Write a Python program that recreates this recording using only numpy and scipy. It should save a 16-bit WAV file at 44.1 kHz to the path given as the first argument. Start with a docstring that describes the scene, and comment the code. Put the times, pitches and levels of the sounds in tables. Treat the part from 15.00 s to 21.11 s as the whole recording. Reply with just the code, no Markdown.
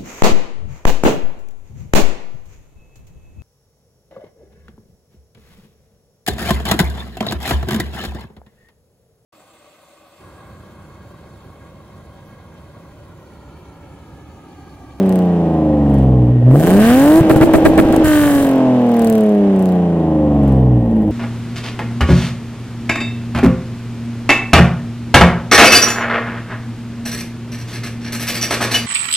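"""A six-cylinder car revs, heard from close behind its tailpipe, low over the asphalt.
The engine coasts down, is floored, bangs against the rev limiter, spits as the throttle shuts and
coasts down again. Its orders sweep through the resonances of the pipe, each gas pulse rasps and
fizzes at the outlet, and unburnt fuel pops in the pipe. Behind it lie soft air and a faint whine."""
import sys
import numpy as np
from scipy import signal
from scipy.fft import rfft, irfft, next_fast_len
from scipy.io import wavfile
from scipy.ndimage import uniform_filter1d

SR = 44100
rng = np.random.default_rng(int(sys.argv[2]) if len(sys.argv) > 2 else 0)


def pcm_store(signal):
    """Save signal as 16-bit PCM."""
    levels = np.round(np.clip(np.atleast_2d(signal), -1, 1) * 32767)
    wavfile.write(sys.argv[1], SR, levels.astype(np.int16).T)


N = 269451
TIME = np.arange(N) / SR

# Cues: fuel returns, the throttle opens, the rev limiter cuts in, the throttle shuts.
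FUEL_S, OPEN_S, LIMIT_S, SHUT_S = 1.32, 1.487, 2.205, 3.04
CROSSFADE_S = .035

# Pulse strength of each cylinder in firing order, in dB, before each layer scales the contrast.
CYLINDER_DB = [1, -12, -12.5, -24, -23, -11]
# Unburnt fuel igniting in the pipe. Each row: start in seconds, crack in dB, burn length in seconds,
# burn in dB, thump in dB. Levels are relative within a column.
BACKFIRES = [(2.208, -40, 0.0031, -25, -1.5), (2.296, -37, 0.02, -13.5, -21),
             (2.335, -48, .003, -40.5, -22), (2.36, -38, 0.002, -13.5, -2.5), (2.411, -37, 0.0273, -11, -1),
             (2.536, -34, 0.023, -11.5, -19), (2.651, -34, 0.022, -11.5, -7), (2.778, -34, 0.0253, -14, -8),
             (2.925, -36.5, 0.019, -27.5, -28), (2.963, -34, 0.003, -29, -39),
             (3.044, -37, 0.0056, -27, -12)]
# Noise colours: midrange rasp, bright fizz, low air blast. Each row: frequency in Hz, relative dB.
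RASP_SPECTRUM = [(300, -31), (800, 0.5), (1400, 1), (2000, -3), (3000, -4), (4200, -14.5), (6000, -18),
                 (9000, -22), (16000, -48)]
FIZZ_SPECTRUM = [(1500, -21.5), (4000, 1), (5800, -3), (8400, 5.5), (10300, 2), (12300, 3.5), (14000, 1.5),
                 (16000, -1.5)]
BLAST_SPECTRUM = [(15, -14), (50, -1), (150, 1), (400, 2.5), (600, -9.5), (1200, -29), (3000, -55)]


def exhaust_note(rate, turns, load, uneven_db):
    """The body of the engine: firing harmonics, with the cycle's other orders growling around them."""
    uneven = cycle_orders(rate, turns, smear=.016, waver=.011)
    return np.sqrt(2) * (firing_tone(rate, turns, load) + gain_of(uneven_db) * uneven)


def firing_tone(rate, turns, load):
    """Three harmonics swell and fade as they sweep through the pipe, which heats up under load."""
    # The pipe's response when coasting, a curve per harmonic. Each point: frequency in Hz, level in dB.
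    responses = [
        [(103, -21), (110, -29), (121, -9.5), (130, -10.5), (150, -22), (175, -13), (195, -11.5), (275, -12),
         (303, -9.5), (322, -13)],
        [(204, -21.5), (218, -10.5), (242, -21.5), (264, -19), (308, -14), (352, -28.5), (385, -19), (440, -16),
         (510, -24.5), (610, -22.5), (640, -30)],
        [(310, -16), (335, -28.5), (365, -51), (393, -26.5), (425, -42.5), (540, -31), (635, -21.5),
         (725, -26.5), (775, -39), (850, -38), (965, -53)],
    ]
    # Under load, pulses drive through the valleys between resonances: each harmonic's floor in dB.
    floors_db = [-30, -16.5, -25.5]
    load_trims_db, hot_ratio = [5, -11, 0], 1.086
    heat = 1 + (hot_ratio - 1) * load * ramp(OPEN_S + .037, .12)  # hot gas raises the resonances
    tone = np.zeros(N)
    for k, (response, trim_db, floor_db) in enumerate(zip(responses, load_trims_db, floors_db), 1):
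        ringing = gain_of(np.interp(k * rate / heat, *np.transpose(response)) + load * trim_db)
        tone += np.hypot(ringing, load * gain_of(floor_db)) * np.cos(2 * np.pi * k * turns)
    return tone


def cycle_orders(rate, turns, smear, waver):
    """No two cycles burn alike: the higher an order, the more it wavers and its phase is smeared."""
    # Unequal cylinders and banks: one level in dB per order, repeating every six orders.
    pattern_db = [-15.5, -18.5, -22, -11.5, -21.5, -21]
    # The tilt over that pattern. Each row: order, level in dB.
    tilt = [(2, -14), (3, -0.5), (9, -1), (15, -3.5), (24, -8.5), (33, -13.5), (60, -23)]
    step = 6  # built at a sixth of the sample rate
    rate, turns, t = rate[::step], turns[::step], TIME[::step]
    orders = [order for order in range(2, 61) if order not in (6, 12, 18)]  # skip firing_tone's three
    knots = np.arange(0, t[-1] + 1, .035)
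    sound = np.zeros(len(t))
    for order in orders:
        db = pattern_db[order % len(pattern_db)] + np.interp(order, *np.transpose(tilt))
        multiple = order / len(CYLINDER_DB)
        hz = multiple * rate
        drift = np.interp(t, knots, rng.standard_normal(len(knots)) + 1j * rng.standard_normal(len(knots)))
        cycles = multiple * turns + smear * order * rng.standard_normal()
        partial = np.exp(2j * np.pi * cycles) * (1 + waver * order * drift)
        sound += gain_of(db) * (pipe_response(hz) * partial).real * (hz < SR / step / 2)
    return signal.resample_poly(sound, step, 1)[:N]


def pipe_response(hz):
    """Complex response of the pipe; neighbouring modes reach the outlet with opposite signs."""
    # Resonances of pipe and silencer. Each row: frequency in Hz, width in Hz, level in dB.
    modes = [(65.2, 7.3, -5), (125.8, 5.9, -10), (199, 59.5, -1.5), (205.6, 35.7, 2.5), (301.6, 13.6, -3.5),
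             (440.4, 27.6, -8), (525.2, 20.8, -5.5), (636, 41.5, -9), (722.5, 21, -6), (811, 56, -10),
             (1035, 210, -18)]
    grid = np.linspace(1, 2400, num=2400)
    response = sum((-1) ** k * gain_of(db) / (1 + 1j * (grid ** 2 - centre ** 2) / (grid * width))
                   for k, (centre, width, db) in enumerate(modes))
    return np.interp(hz, grid, response)


def engine_speed(bounce_hz):
    """Firings per second: a coast, the rev, another coast; the pitch jumps once, after the loudest burn."""
    # The engine catches, is floored, meets the limiter. Each row: time in seconds, firings per second.
    rev = [(1.28, 119.5), (1.34, 125.5), (1.42, 119.4), (1.52, 130.4), (1.62, 158.8), (1.9, 239.7),
           (2.2, 334.2), (2.25, 317), (3.0, 322)]
    rate = np.where(TIME < rev[0][0], coast(0, start_rate=194.9), np.interp(TIME, *np.transpose(rev)))
    shut = ramp(SHUT_S - CROSSFADE_S, CROSSFADE_S)
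    rate = rate + shut * (coast(SHUT_S, start_rate=311.2) - rate)
    return rate + bounce_hz * after_burns(delay_s=.0253, width_s=.016, loud_db=-11.5)


def coast(start_s, start_rate):
    """The engine runs down against friction and a drag that grows with speed squared."""
    friction = 47  # firings per second lost each second
    drag_rate = 306.6  # firings per second at which drag equals friction
    return drag_rate * np.tan(np.arctan(start_rate / drag_rate) - friction / drag_rate * (TIME - start_s))


def running_state(rate):
    """Load rises as the throttle opens; gas flow (0-1) and the mix follow the speed and whether
    the engine coasts, pulls or is limited."""
    # The mix with the throttle shut, then wide open. Each row: firings per second, then unevenness,
    # rasp, fizz, roar and buffeting in dB, before each layer's own trim.
    coast_mix = [(105, -1, -51.5, -61.5, -27.5, -37.5), (131, 1.5, -53.5, -68, -35, -28),
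                 (145.4, 3.5, -49.5, -65.5, -33, -35), (200.3, -2, -43.5, -64.5, -33.5, -46),
                 (203.6, -5, -44.5, -60.5, -37, -47), (260, 3.5, -39.5, -62, -29, -47),
                 (275.2, 0, -33, -41, -20.5, -25.5), (298, -13, -26.5, -36.5, -23, -21)]
    pull_mix = [(133, -7, -42, -47, -12.5, -30), (175, 5.5, -30, -38, -19.5, -22),
                (208.5, -1, -29.5, -39.5, -16, -21), (221, -1.5, -20.5, -34, -26, -21),
                (300, 0, -28.5, -36.5, -18.5, -23)]
    # The same five in dB: their change with the throttle barely open, and their levels on the limiter.
    barely_open_db = [-2.5, -11.5, -32, -13, -15]
    limiter_db = [-3.5, -35.5, -55, -13.5, -25]
    # Speeds at which the outlet buzzes. Each row: centre and width in firings per second, then the
    # lift of rasp, fizz and buffeting in dB.
    buzzes = [(135.4, 6.4, 6.5, 9.4, 0), (186.4, 6.3, 1, 13.4, 3.5), (225.5, 11.1, 4.6, 18.9, 15.5)]
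    pulling = ramp(FUEL_S, CROSSFADE_S) - ramp(LIMIT_S, CROSSFADE_S)
    limited = ramp(LIMIT_S, CROSSFADE_S) - ramp(SHUT_S, .018)
    coasting = 1 - pulling - limited
    throttle = ramp(OPEN_S, .13)
    coast_db = by_speed(coast_mix, rate)
    for centre, width, rasp_db, fizz_db, buffet_db in buzzes:
        nearness = np.exp(-((rate - centre) / width) ** 2)
        coast_db += np.outer([0, rasp_db, fizz_db, 0, buffet_db], nearness)
    pull_db = by_speed(pull_mix, rate) + np.outer(barely_open_db, 1 - throttle)
    levels_db = coasting * coast_db + pulling * pull_db + np.outer(limiter_db, limited)
    flow = coasting * np.interp(rate, (266, 282), [0, .92]) + pulling * .62 + limited * .25
    load = pulling * ramp(OPEN_S - .04, .033)
    return load, np.clip(flow, 0, 1), levels_db


def outlet(turns, flow, rasp_db, fizz_db):
    """Each pulse steepens into a small shock and tears into rasp and fizz at the pipe's lip."""
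    # Faint fizz is an even hiss; as it grows it tears into separate, harder puffs.
    torn = np.clip((fizz_db + 66.5) / 12, 0, 1)
    hard = np.clip((fizz_db + 56.5) / 14, 0, 1)
    rasp_gate = puffs(turns, sharpness=2.8, contrast=.2, scatter_db=1.2, floor=1.1 - .9 * hard)
    rasp = gain_of(4 - 5.5 * hard * flow) * rasp_gate * noise(RASP_SPECTRUM, shared=.3)
    snarl = gain_of(-2 + 7 * hard * flow) * shocks(turns, lag_s_per_db=.00001, echo=.5, decay_s=.003)
    fizz_gate = puffs(turns, sharpness=8 - 5 * flow, contrast=1.15 - 1.3 * flow, scatter_db=1.8,
                      floor=.02 + flow * (.55 - .2 * hard))
    hiss = noise(FIZZ_SPECTRUM, shared=.21) * gain_of([[1], [-1]])  # leans left
    fizz = (torn * fizz_gate + .31 * (1 - torn)) * hiss
    return gain_of(rasp_db) * (rasp + snarl) + gain_of(fizz_db + 9.5) * fizz


def shocks(turns, lag_s_per_db, echo, decay_s):
    """One steep front a firing; weak cylinders' fronts travel slower, and all echo in the silencer."""
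    # The colour of a front. Each row: frequency in Hz, relative level in dB.
    shock_spectrum = [(350, -22), (650, -4), (900, -3), (1200, .5), (1500, 0), (2000, -2.5), (3000, -11),
                      (4500, -27), (9000, -50)]
    starts = np.flatnonzero(np.diff(np.floor(turns)))
    firing = np.arange(len(starts)) + 1
    lag_s = -lag_s_per_db * np.take(CYLINDER_DB, firing, mode="wrap")
    arrivals = np.clip(starts + np.round(lag_s * SR).astype(int), 0, N - 1)
    fronts = np.bincount(arrivals, pulse_strength(firing, contrast=.3, scatter_db=1.6), N)
    t = np.arange(0, .03, 1 / SR)
    tail = rng.standard_normal(len(t)) * np.exp(-t / decay_s)
    echoes = signal.oaconvolve(fronts, tail / np.linalg.norm(tail))[:N]
    return steady_power(colour(fronts + echo * echoes, shock_spectrum), window=4000)


def puffs(turns, sharpness, contrast, scatter_db, floor):
    """Envelope of the gas pulses, one a firing, at a steady mean power."""
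    strength = pulse_strength(np.round(turns).astype(int), contrast, scatter_db)
    shape = np.exp(sharpness * (np.cos(2 * np.pi * turns) - 1))
    return steady_power(strength * shape + floor, window=3000)


def pulse_strength(firing, contrast, scatter_db):
    """Gain of each numbered firing: its cylinder's strength with a random scatter."""
    cylinder_db = contrast * np.take(CYLINDER_DB, firing, mode="wrap")
    return gain_of(cylinder_db + scatter_db * rng.standard_normal(2000)[firing])


def backfires(turns):
    """Fuel ignites in the pipe: a crack and a thump, then a short, violent burn with a trailing hiss."""
    # The colour of the flame. Each row: frequency in Hz, relative level in dB.
    burn_spectrum = [(60, -22), (200, -3), (500, 4), (800, -1.5), (1100, -6), (1500, -5), (2300, -12),
                     (3500, -23), (6000, -35), (16000, -52)]
    crack, burn, hiss, thump = np.zeros((4, N))
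    for start_s, crack_db, burn_s, burn_db, thump_db in BACKFIRES:
        span = slice(int(start_s * SR), int(start_s * SR) + SR // 5)
        t = TIME[span] - TIME[span][0]
        after = np.maximum(t - burn_s, 0)
        crack[span] += gain_of(crack_db) * np.exp(-t / .0027)
        burn[span] += gain_of(burn_db) * np.minimum(t / .003, 1) * np.exp(-after / .0015)
        hiss[span] += gain_of(burn_db) * np.minimum(t / .013, 1) * np.exp(-after / .014)
        thump[span] -= gain_of(thump_db + 4) * np.sin(2 * np.pi * 135 * t) * np.exp(-t / .0074)
    pulses = np.cos(2 * np.pi * turns) + .84 * np.sin(4 * np.pi * turns)
    flame = burn * (gain_of(5.5) * noise(burn_spectrum, shared=.85) + gain_of(8) * pulses)
    blast = gain_of(8) * hiss * noise(BLAST_SPECTRUM, shared=0)
    spit = (gain_of(14) * crack + gain_of(-12) * hiss) * noise(FIZZ_SPECTRUM, shared=.15)
    snap = gain_of(13) * crack * noise(RASP_SPECTRUM, shared=.25)
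    return flame + blast + spit + snap + thump


def after_burns(delay_s, width_s, loud_db):
    """A brief swell from 0 to 1 and back after each burn listed above loud_db."""
    ends = [start_s + burn_s for start_s, _, burn_s, burn_db, _ in BACKFIRES if burn_db > loud_db]
    return sum(np.exp(-((TIME - end - delay_s) / width_s) ** 2) for end in ends)


def gas_stream(turns, flow, roar_db, buffet_db):
    """Uneven combustion roars in the pipe; the gas buffets the air, wider in stereo as flow grows."""
    # The colours of the buffeting and the roar. Each row: frequency in Hz, relative level in dB.
    buffet_spectrum = [(10, -27), (30, -16), (60, 6.5), (110, 9), (160, 10.5), (260, -18.5), (600, -74.5)]
    roar_spectrum = [(60, -55), (170, 0), (300, 7.5), (390, -1.5), (600, 1), (800, -9), (1050, -23),
                     (1500, -34), (3000, -63.5)]
    gate = puffs(turns, sharpness=1, contrast=.3, scatter_db=5.5, floor=.33)
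    width = np.clip(1.05 * flow, 0, 1)
    centred = np.sqrt(1 - width) * noise(buffet_spectrum, shared=1)
    wide = np.sqrt(width) * noise(buffet_spectrum, shared=0)
    gusts = gain_of(-31.5) * flow * noise(BLAST_SPECTRUM, shared=0)
    roar = gain_of(roar_db) * gate * noise(roar_spectrum, shared=1)
    return gain_of(buffet_db) * (centred + wide) + gusts + roar


def surroundings(whine_hz):
    """Soft wash of the engine bay and open air, with a faint steady whine."""
    # The colour of the wash. Each row: frequency in Hz, relative level in dB.
    air_spectrum = [(40, -6), (300, -19), (1000, -12.5), (2900, -0.5), (4500, -15.5), (8000, -17.5),
                    (16000, -23.5)]
    peak = [(whine_hz / 2, -70), (whine_hz - 130, -22), (whine_hz, 0),
            (whine_hz + 130, -22), (whine_hz * 2, -70)]
    whine = gain_of(-53.5) * noise(peak, shared=1)
    return gain_of(-54.5) * noise(air_spectrum, shared=.13) + whine


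def noise(spectrum, shared):
    """Coloured stereo noise; `shared` is the fraction of power common to both sides."""
    white = rng.standard_normal((3, N))
    return colour(np.sqrt(shared) * white[2] + np.sqrt(1 - shared) * white[:2], spectrum)


def colour(x, spectrum):
    """Gives a white signal a spectrum, at rms 1."""
    hz, db = np.transpose(spectrum)
    size = next_fast_len(N + 4096)
    shape = gain_of(np.interp(np.log1p(np.fft.rfftfreq(size, 1 / SR)), np.log1p(hz), db))
    shaped = irfft(rfft(x, size) * shape, size)[..., :N]
    return shaped / np.sqrt(np.mean(shaped ** 2) + 1e-20)


def steady_power(x, window):
    """Holds the running rms near 1; the window is in samples."""
    return x / np.sqrt(uniform_filter1d(uniform_filter1d(x ** 2, window), window) + 1e-12)


def by_speed(rows, rate):
    """Each column of a mix table at the engine's speed."""
    speed, *columns = np.transpose(rows)
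    return np.array([np.interp(rate, speed, column) for column in columns])


def ramp(centre_s, length_s):
    """Rises from 0 to 1 around a moment."""
    return np.clip((TIME - centre_s) / length_s + .5, 0, 1)


def gain_of(db):
    """Decibels to amplitude."""
    return 10 ** (np.asarray(db) / 20)


def scene():
    """The car over its surroundings; the engine note ducks briefly after the three loudest burns."""
    rate = engine_speed(bounce_hz=33.9)
    turns = np.cumsum(rate) / SR  # firing phase: one turn a firing
    load, flow, (uneven_db, rasp_db, fizz_db, roar_db, buffet_db) = running_state(rate)
    note = gain_of(-.5) * exhaust_note(rate, turns, load, uneven_db)
    stream = gas_stream(turns, flow, roar_db, buffet_db)
    lull = gain_of(-6 * after_burns(delay_s=.017, width_s=.004, loud_db=-12))
    left, right = (note + stream) * lull + outlet(turns, flow, rasp_db, fizz_db) + backfires(turns)
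    right = gain_of(.25) * np.interp(TIME - 3 / SR, TIME, right)  # arrives three samples later
    return np.array([left, right]) + surroundings(whine_hz=1887)


def record(dry):
    """A fast limiter ducks the bangs, the peaks round off, and a low-pass trims the very top."""
    ceiling_db, recovery_db_per_s, knee, cutoff_hz = 2.5, 350, .65, 16300
    peak_db = 20 * np.log10(abs(dry).max(0) + 1e-6)
    recovery = TIME * recovery_db_per_s
    envelope_db = np.maximum.accumulate(peak_db + recovery) - recovery
    over_db = np.maximum(envelope_db - ceiling_db, 0)
    held = dry / gain_of(uniform_filter1d(over_db, size=80))
    clipped = np.clip(held, -knee, knee)
    rounded = clipped + (1 - knee) * np.tanh((held - clipped) / (1 - knee))
    lowpass = signal.firwin(511, cutoff_hz, window=("kaiser", 9), fs=SR)
    return gain_of(-.5) * signal.oaconvolve(rounded, lowpass[None], "same")


dry = scene()
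out = record(dry)
pcm_store(out)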